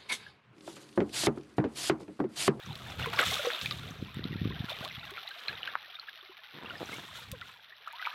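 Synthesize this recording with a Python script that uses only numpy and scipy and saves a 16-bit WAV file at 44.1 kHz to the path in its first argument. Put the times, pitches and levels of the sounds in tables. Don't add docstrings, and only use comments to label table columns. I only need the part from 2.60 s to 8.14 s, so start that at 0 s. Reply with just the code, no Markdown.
import sys
import numpy as np
from scipy import signal
from scipy.fft import rfft, irfft, next_fast_len
from scipy.io import wavfile
from scipy.ndimage import uniform_filter1d

SR = 44100
rng = np.random.default_rng(int(sys.argv[2]) if len(sys.argv) > 2 else 0)


def waveform_to_disk(signal):
    frames = np.transpose(np.atleast_2d(signal))
    scaled = np.clip(frames, -1, 1) * 32767
    samples = np.round(scaled).astype(np.int16)
    wavfile.write(sys.argv[1], SR, samples)


N = 244400


def from_db(db):
    return 10 ** (np.asarray(db) / 20)


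def rms_one(x):
    return x / np.sqrt(np.mean(x ** 2) + 1e-20)


def peak_one(x):
    return x / np.abs(x).max()


def add(track, s, sound):
    i = int(np.clip(s * SR, 0, N - 1))
    track[i:i + len(sound)] += sound[:N - i]


def swell(s, rise_s, hold_s, fall_s):
    t = np.arange(N) / SR - s
    before = np.maximum(-t, 0) / rise_s
    after = np.maximum(t - hold_s, 0) / fall_s
    return 10 ** -np.minimum(before + after, 10)


def drift(rate):
    knots = rng.standard_normal(2000)
    return np.interp(np.arange(N) / SR * rate, np.arange(len(knots)), knots)


def band(x, low_hz, high_hz, order=2):
    limits = [low_hz, min(high_hz, .45 * SR)]
    return signal.sosfilt(signal.butter(order, limits, "band", fs=SR, output="sos"), x)


def colour(x, spectrum):
    hz, db = np.transpose(spectrum)
    size = next_fast_len(N)
    log_hz = np.log(np.arange(size // 2 + 1) * SR / size + 1)
    beyond = np.abs(log_hz - np.clip(log_hz, np.log(hz[0]), np.log(hz[-1])))
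    gain = from_db(np.interp(log_hz, np.log(hz), db) - 40 * beyond)
    return rms_one(irfft(rfft(x, size) * gain, size)[:N])


def bubble(hz, t60, glide):
    t = np.arange(int(t60 * SR) + 2) / SR
    cycles = np.cumsum(hz * 2 ** (glide * t / t60)) / SR
    build_up = 1 - np.exp(-(cycles / 1.3) ** 2)
    fade = from_db(-60 * t / t60)
    return np.sin(2 * np.pi * cycles) * fade * build_up


def bubble_cloud(count, low_hz, high_hz, cycles, glide, spread_db):
    out = np.zeros(N)
    for when, size, strength, life, slide in rng.random((count, 5)):
        hz = low_hz * (high_hz / low_hz) ** size
        t60 = cycles * (.5 + life) / hz
        gain = from_db(spread_db * strength ** 3)
        add(out, when * N / SR, gain * bubble(hz, t60, glide * (2 * slide - .5)))
    return rms_one(out)


def droplets(per_s, spread_db):
    chance = per_s * from_db(4 * drift(40)) / SR
    born = rng.random(N) < chance
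    strength = from_db(spread_db * np.minimum(rng.exponential(1, N), 4))
    return rms_one(born * strength * rng.choice([-1, 1], N))


# (time [s], level [dB])
DRAIN = [(0.0, -53.5), (0.14, -62), (0.45, -59), (0.69, -41.5), (0.8, -43.5), (0.96, -42), (1.11, -55),
         (1.4, -52.5), (1.9, -49), (2.17, -47.5), (2.57, -49), (2.98, -47.5), (3.19, -52.5), (4.03, -54.5),
         (4.24, -53), (5.03, -57), (5.21, -57.5), (5.54, -49.5)]
# (crest time [s], rise [s], fall [s], slosh level [dB], churn level [dB], spray level [dB])
SURGES = [(.10, 0.9, 0.49, -53, -74, -61.5), (0.311, 0.36, 0.19, -49, -51.5, -54.5),
          (.395, 0.016, 0.28, -39.5, -45, -52), (0.534, 0.016, 0.088, -38.5, -55, -48),
          (0.597, 0.04, 0.14, -30.5, -34, -41), (.66, 0.038, 0.16, -43, -41, -38),
          (.74, 0.14, 0.13, -39, -54, -38.5), (.87, 0.25, 0.47, -41.5, -47.5, -48.5),
          (1.025, .04, 0.22, -54, -70, -46), (1.28, 0.46, 0.38, -56, -54.5, -61),
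          (2.105, 0.1, 0.13, -47, -51, -60), (2.25, 0.27, 0.065, -50.5, -46, -58.5),
          (2.47, 0.45, 0.18, -75, -79, -66), (2.58, 0.11, 0.076, -49.5, -55, -75),
          (2.82, 0.28, 0.27, -55, -58.5, -62), (2.885, 0.035, 0.1, -44.5, -44.5, -61),
          (3.085, 0.15, 0.17, -47.5, -51, -88), (4.05, 0.11, 1, -51.5, -55, -92),
          (4.32, 0.26, 0.41, -53, -77, -52), (4.559, 0.048, .16, -49.5, -58, -51),
          (4.881, 0.18, 0.13, -59.5, -81, -62), (5.28, 0.14, 0.23, -55, -88, -86),
          (5.46, 0.21, 0.16, -45, -83, -81), (5.535, 0.064, .2, -54, -73, -66)]
DRAIN_LIFT_DB = 2
RUNOFF_DB = 1
LAPPING_DB, DEEP_LAPPING_DB, MIST_DB = -7, -20, -41


def water_levels():
    drain_s, drain_db = np.transpose(DRAIN)
    drain = from_db(np.interp(np.arange(N) / SR, drain_s, drain_db) + DRAIN_LIFT_DB)
    power = np.outer(from_db([LAPPING_DB, DEEP_LAPPING_DB, 0, MIST_DB]), drain) ** 2
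    for s, rise_s, fall_s, slosh_db, churn_db, spray_db in SURGES:
        crest = from_db([slosh_db, churn_db, slosh_db + RUNOFF_DB, spray_db])
        power += np.outer(crest ** 2, swell(s, rise_s, 0, fall_s) ** 2)
    return np.sqrt(power)


# (frequency [Hz], relative level [dB per Hz])
TRICKLE_TINT = [(1100, -7.5), (1700, -3.5), (2300, -3), (2900, 0), (3600, 3), (4100, -2.5), (4600, -10.5),
                (6000, -17.5), (8000, -86), (10500, -24.5), (12300, -17), (15500, -30.5)]


def trickle():
    plinks = bubble_cloud(count=1500, low_hz=1514, high_hz=5023, cycles=77, glide=0.706, spread_db=9.5)
    chirps = bubble_cloud(count=130, low_hz=1300, high_hz=6200, cycles=70, glide=.55, spread_db=10)
    ticks = .45 * rng.standard_normal(N) + droplets(per_s=1100, spread_db=5)
    spurts = from_db(.9 * drift(45))
    patter = from_db(-7.5) * colour(plinks, TRICKLE_TINT) + from_db(-4.5) * colour(ticks, TRICKLE_TINT)
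    return spurts * patter + from_db(-8.5) * colour(chirps, TRICKLE_TINT)


# (frequency [Hz], relative level [dB per Hz])
SLOSH_TINT = [(450, -18.5), (650, -5.5), (850, -5), (1400, 3.5), (1800, -2.5), (2500, 3)]


def slosh():
    gurgle = bubble_cloud(count=1000, low_hz=620.8, high_hz=1973, cycles=47.7, glide=0.57, spread_db=13.5)
    wash = rng.standard_normal(N) * from_db(.5 * drift(50)) + droplets(per_s=600, spread_db=4.0)
    return from_db(-2) * colour(gurgle, SLOSH_TINT) + from_db(-3) * colour(wash, SLOSH_TINT)


# (frequency [Hz], relative level [dB per Hz])
CHURN_TINT = [(230, -1), (350, -5), (500, 2.5), (680, 2), (850, -2), (1200, -36)]


def churn():
    gulps = bubble_cloud(count=600, low_hz=335.4, high_hz=888, cycles=20.5, glide=0.12, spread_db=12)
    splashing = droplets(per_s=940, spread_db=4.5)
    return from_db(-5.5) * colour(gulps, CHURN_TINT) + from_db(-8.5) * colour(splashing, CHURN_TINT)


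# (frequency [Hz], relative level [dB per Hz])
SPRAY_TINT = [(3500, 15), (4800, 1), (6000, 0.5), (7800, -2), (9500, -6), (12500, -6.5), (15500, -11.5)]


def spray():
    pings = bubble_cloud(count=350, low_hz=4800, high_hz=14000, cycles=60, glide=.15, spread_db=22)
    crackle = droplets(per_s=380, spread_db=3.5)
    fizz = rng.standard_normal(N)
    drops = from_db(-1.0) * colour(crackle, SPRAY_TINT) + from_db(-8.5) * colour(pings, SPRAY_TINT)
    return drops + from_db(1) * colour(fizz, SPRAY_TINT)


# (start of full strength [s], length [s], level [dB])
GUSTS = [(.06, 0.057, -45), (0.214, 0.35, -48), (0.392, 0.017, -37.5), (0.665, 0.018, -40.5),
         (1.03, 0.28, -45.5), (1.398, 0.035, -43), (1.556, 0.39, -43.5), (1.83, 0.041, -37.5),
         (1.98, 0.5, -57), (2.895, 0.033, -54.5), (3.04, 0.094, -73), (4.042, 0.36, -58.5),
         (4.48, 0.35, -59.5), (4.68, 0.049, -52.5)]
# (frequency [Hz], relative level [dB per Hz])
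RUMBLE_TINT = [(20, -42), (45, -13.5), (80, 2), (130, 4.5), (200, -4), (300, -13.5), (500, -20.5),
               (900, -37)]
GUST_RISE_S, GUST_FALL_S, BREEZE_DB = 0.022, .14, -83


def wind_rumble():
    gust_power = np.zeros(N)
    for s, length_s, db in GUSTS:
        gust_power += (from_db(db) * swell(s, GUST_RISE_S, length_s, GUST_FALL_S)) ** 2
    eddies = colour(rng.standard_normal(N), RUMBLE_TINT)
    eddies /= np.sqrt(uniform_filter1d(eddies ** 2, size=SR // 25) + 1e-9)
    return (np.sqrt(gust_power) + from_db(BREEZE_DB)) * eddies


# (time [s], peak level [dB], rough pitch [Hz])
THUMPS_AND_KNOCKS = [(0.104, -27, 105), (1.309, -29.5, 159), (1.427, -23.5, 196), (1.571, -27.5, 171),
                     (1.594, -26, 230), (1.655, -22.5, 196), (1.710, -24, 152), (1.729, -26, 182),
                     (1.758, -24, 185), (1.817, -18, 142), (1.8558, -17, 186), (1.875, -23.5, 206),
                     (1.907, -27, 206), (2.006, -20.5, 111), (2.043, -25.5, 166), (2.211, -30, 138),
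                     (2.381, -33, 117), (4.207, -29, 710), (4.213, -28.5, 386), (4.219, -25, 550),
                     (4.23, -24.5, 480), (4.727, -28, 81)]


def thumps_and_knocks():
    out, t = np.zeros(N), np.arange(-SR // 40, SR // 40) / SR
    for s, db, hz in THUMPS_AND_KNOCKS:
        bump = np.exp(-np.hypot(1.5 * np.pi * hz * t, 1.5))
        dip = np.gradient(np.gradient(bump))
        add(out, s + t[0], from_db(db) * peak_one(dip))
    return band(out, 112, 3000)


# (time [s], starting pitch [Hz], level [dB], 60 dB fade time [s], pitch glide [octaves per fade time])
BUBBLES = [(.108, 887, -36.5, 0.052, -0.94), (0.459, 1063, -23.5, 0.029, -0.21),
           (.469, 452, -29.5, 0.11, 0.12), (0.541, 1407, -30.5, .043, 0.03),
           (0.5935, 1427, -5, 0.012, 0.15), (.593, 490, -28, 0.11, 0.32),
           (.616, 625, -29.5, 0.034, 0.00068), (.733, 3500, -26.5, 0.056, 0.12),
           (0.793, 586, -28, 0.077, 0.018), (.846, 484, -25, 0.079, 0.17), (.869, 494, -17, 0.068, -0.061),
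           (0.934, 3690, -21.5, 0.015, 0.067), (0.9478, 3500, -23, 0.018, 0.29),
           (1.06, 2360, -19.5, 0.019, 0.33), (1.110, 1210, -31.5, 0.065, -0.047),
           (1.122, 3770, -22.5, .013, -0.15), (1.641, 3800, -21, 0.0072, 0.16),
           (1.906, 982, -40.5, 0.076, 1), (2.099, 3450, -30.5, 0.046, 0.47), (2.117, 610, -28, 0.036, .3),
           (2.224, 526, -34, 0.039, 1.7), (2.240, 690, -33, 0.036, 1.3), (2.254, 1000, -31.5, 0.047, 1.1),
           (2.515, 373, -41, 0.094, 0.6), (2.578, 1386, -32, 0.053, -0.2), (2.6762, 3690, -27, 0.021, 0.75),
           (2.71, 1550, -33, 0.053, 0.26), (2.8824, 4010, -20, 0.018, 0.16),
           (2.884, 2290, -15, 0.0072, .47), (3.0313, 2980, -16.5, 0.0072, -.1),
           (3.0757, 1540, -22.5, 0.028, 0.2), (3.353, 3600, -35, 0.045, .2),
           (3.397, 4270, -28.5, 0.017, -0.26), (3.485, 1695, -30, 0.028, -.24),
           (3.626, 378, -53, .08, -0.041), (3.693, 375, -43, 0.078, -0.01),
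           (4.105, 1450, -33, 0.063, -0.36), (4.328, 2114, -34, 0.11, 0.48),
           (4.816, 1480, -32, .042, -0.97), (5.274, 1194, -25.5, .03, 1.06), (5.332, 883, -40.5, 0.17, 1.5),
           (5.395, 1910, -34, 0.04, .33), (5.425, 1586, -26, 0.027, -0.49),
           (5.4526, 2310, -19.5, 0.014, 0.026), (5.467, 950, -26, 0.052, 0.2),
           (5.471, 1293, -18, 0.021, -0.26)]


def plops():
    out = np.zeros(N)
    for s, hz, db, t60, glide in BUBBLES:
        add(out, s, from_db(db) * bubble(hz, t60, glide))
    return out


# (time [s], peak level of the kick [dB], kick pitch [Hz],
# 60 dB fade time of the noise [s], fine spray level against the kick [dB])
SMACKS = [(0.1551, -28, 3580, 0.015, -14), (.459, -25, 2240, 0.032, -13.5), (.530, -31, 2440, 0.021, -20),
          (0.5899, -10, 2230, 0.019, -24), (.610, -28, 2650, 0.023, -25), (.8605, -22.5, 3000, 0.011, -29),
          (.903, -22.5, 1850, 0.018, -29), (1.0134, -19, 3840, 0.036, -32),
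          (1.059, -18.5, 3500, 0.011, -16), (1.110, -19.5, 4200, 0.028, -22),
          (1.545, -45.5, 3500, 0.0081, 5), (2.096, -26.5, 3680, 0.1, -16.5), (2.249, -26, 3880, 0.016, -16),
          (2.278, -27, 3320, 0.0049, -21), (2.507, -41.5, 3500, 0.016, -1), (2.572, -28, 2300, 0.018, -33),
          (2.689, -42, 3500, 0.024, -3.5), (3.075, -21.5, 2730, 0.0074, -41),
          (3.154, -16.5, 1350, 0.0026, -53), (4.716, -31.5, 3500, .023, 0.5),
          (4.813, -30.5, 3370, 0.023, -31), (5.279, -46, 2950, 0.013, -3), (5.327, -46, 3280, .013, 3),
          (5.462, -23, 2330, 0.025, -31)]


def smacks():
    out, t = np.zeros(N), np.arange(SR // 8) / SR
    for s, db, hz, t60, spray_db in SMACKS:
        coarse, fine = rng.standard_normal((2, len(t))) * from_db(-60 * t / t60)
        kick = np.sin(2 * np.pi * hz * t) * t * np.exp(-1.6 * hz * t)
        kick = band(kick, 0.3 * hz, 4600)
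        splatter = band(coarse, .5 * hz, min(1.53 * hz, 4400), order=3)
        puff = band(fine, 3100, 17000)
        smack = peak_one(kick) + from_db(-9.0) * peak_one(splatter) + from_db(spray_db) * peak_one(puff)
        add(out, s, from_db(db) * smack)
    return out


def bank(x):
    t = np.arange(SR // 4) / SR
    fade = from_db(-60 * t / 0.11) * (t > .004)
    scatter = band(rng.standard_normal(len(t)), 410, 9400) * fade
    return signal.fftconvolve(x, scatter / np.sqrt(np.sum(scatter ** 2)))[:N]


# (frequency [Hz], relative level [dB per Hz])
RUSTLE_TINT = [(40, -85), (130, 0.5), (350, 1), (700, -9), (1300, -4.5), (2500, -15)]
PULL_S, PULL_LENGTH_S, PULL_RISE_S, PULL_FALL_S, PULL_DB = 3.945, 0.497, .01, 0.035, -50.5


def net():
    jerks = colour(droplets(per_s=300, spread_db=4), RUSTLE_TINT)
    return from_db(PULL_DB) * swell(PULL_S, PULL_RISE_S, PULL_LENGTH_S, PULL_FALL_S) * jerks


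SQUEAK_S, SQUEAK_RISE_S, SQUEAK_FALL_S, SQUEAK_DB = 4.738, 0.011, 0.027, -39.5
SQUEAK_HZ, SQUEAK_SAG_HZ_PER_S = 536, 3900


def squeak():
    fading_s = np.clip(np.arange(N) / SR - SQUEAK_S, 0, SQUEAK_FALL_S)
    phase = 2 * np.pi * np.cumsum(SQUEAK_HZ - SQUEAK_SAG_HZ_PER_S * fading_s) / SR
    tone = sum(from_db(-9 * k) * np.sin((k + 1) * phase) for k in range(3))
    return from_db(SQUEAK_DB) * swell(SQUEAK_S, SQUEAK_RISE_S, 0, SQUEAK_FALL_S) * tone


def scene():
    sloshing, churning, trickling, spraying = water_levels()
    water = trickling * trickle() + sloshing * slosh() + churning * churn() + spraying * spray()
    wind_and_knocks = wind_rumble() + thumps_and_knocks()
    drops = plops() + smacks()
    echo = from_db(-18) * bank(drops)
    mix = water + wind_and_knocks + drops + echo + net() + squeak()
    return mix[None]


CUTOFF_HZ = 15900


def record(dry):
    return signal.sosfilt(signal.ellip(10, .2, 80, CUTOFF_HZ, fs=SR, output="sos"), dry)


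dry = scene()
out = record(dry)
waveform_to_disk(out)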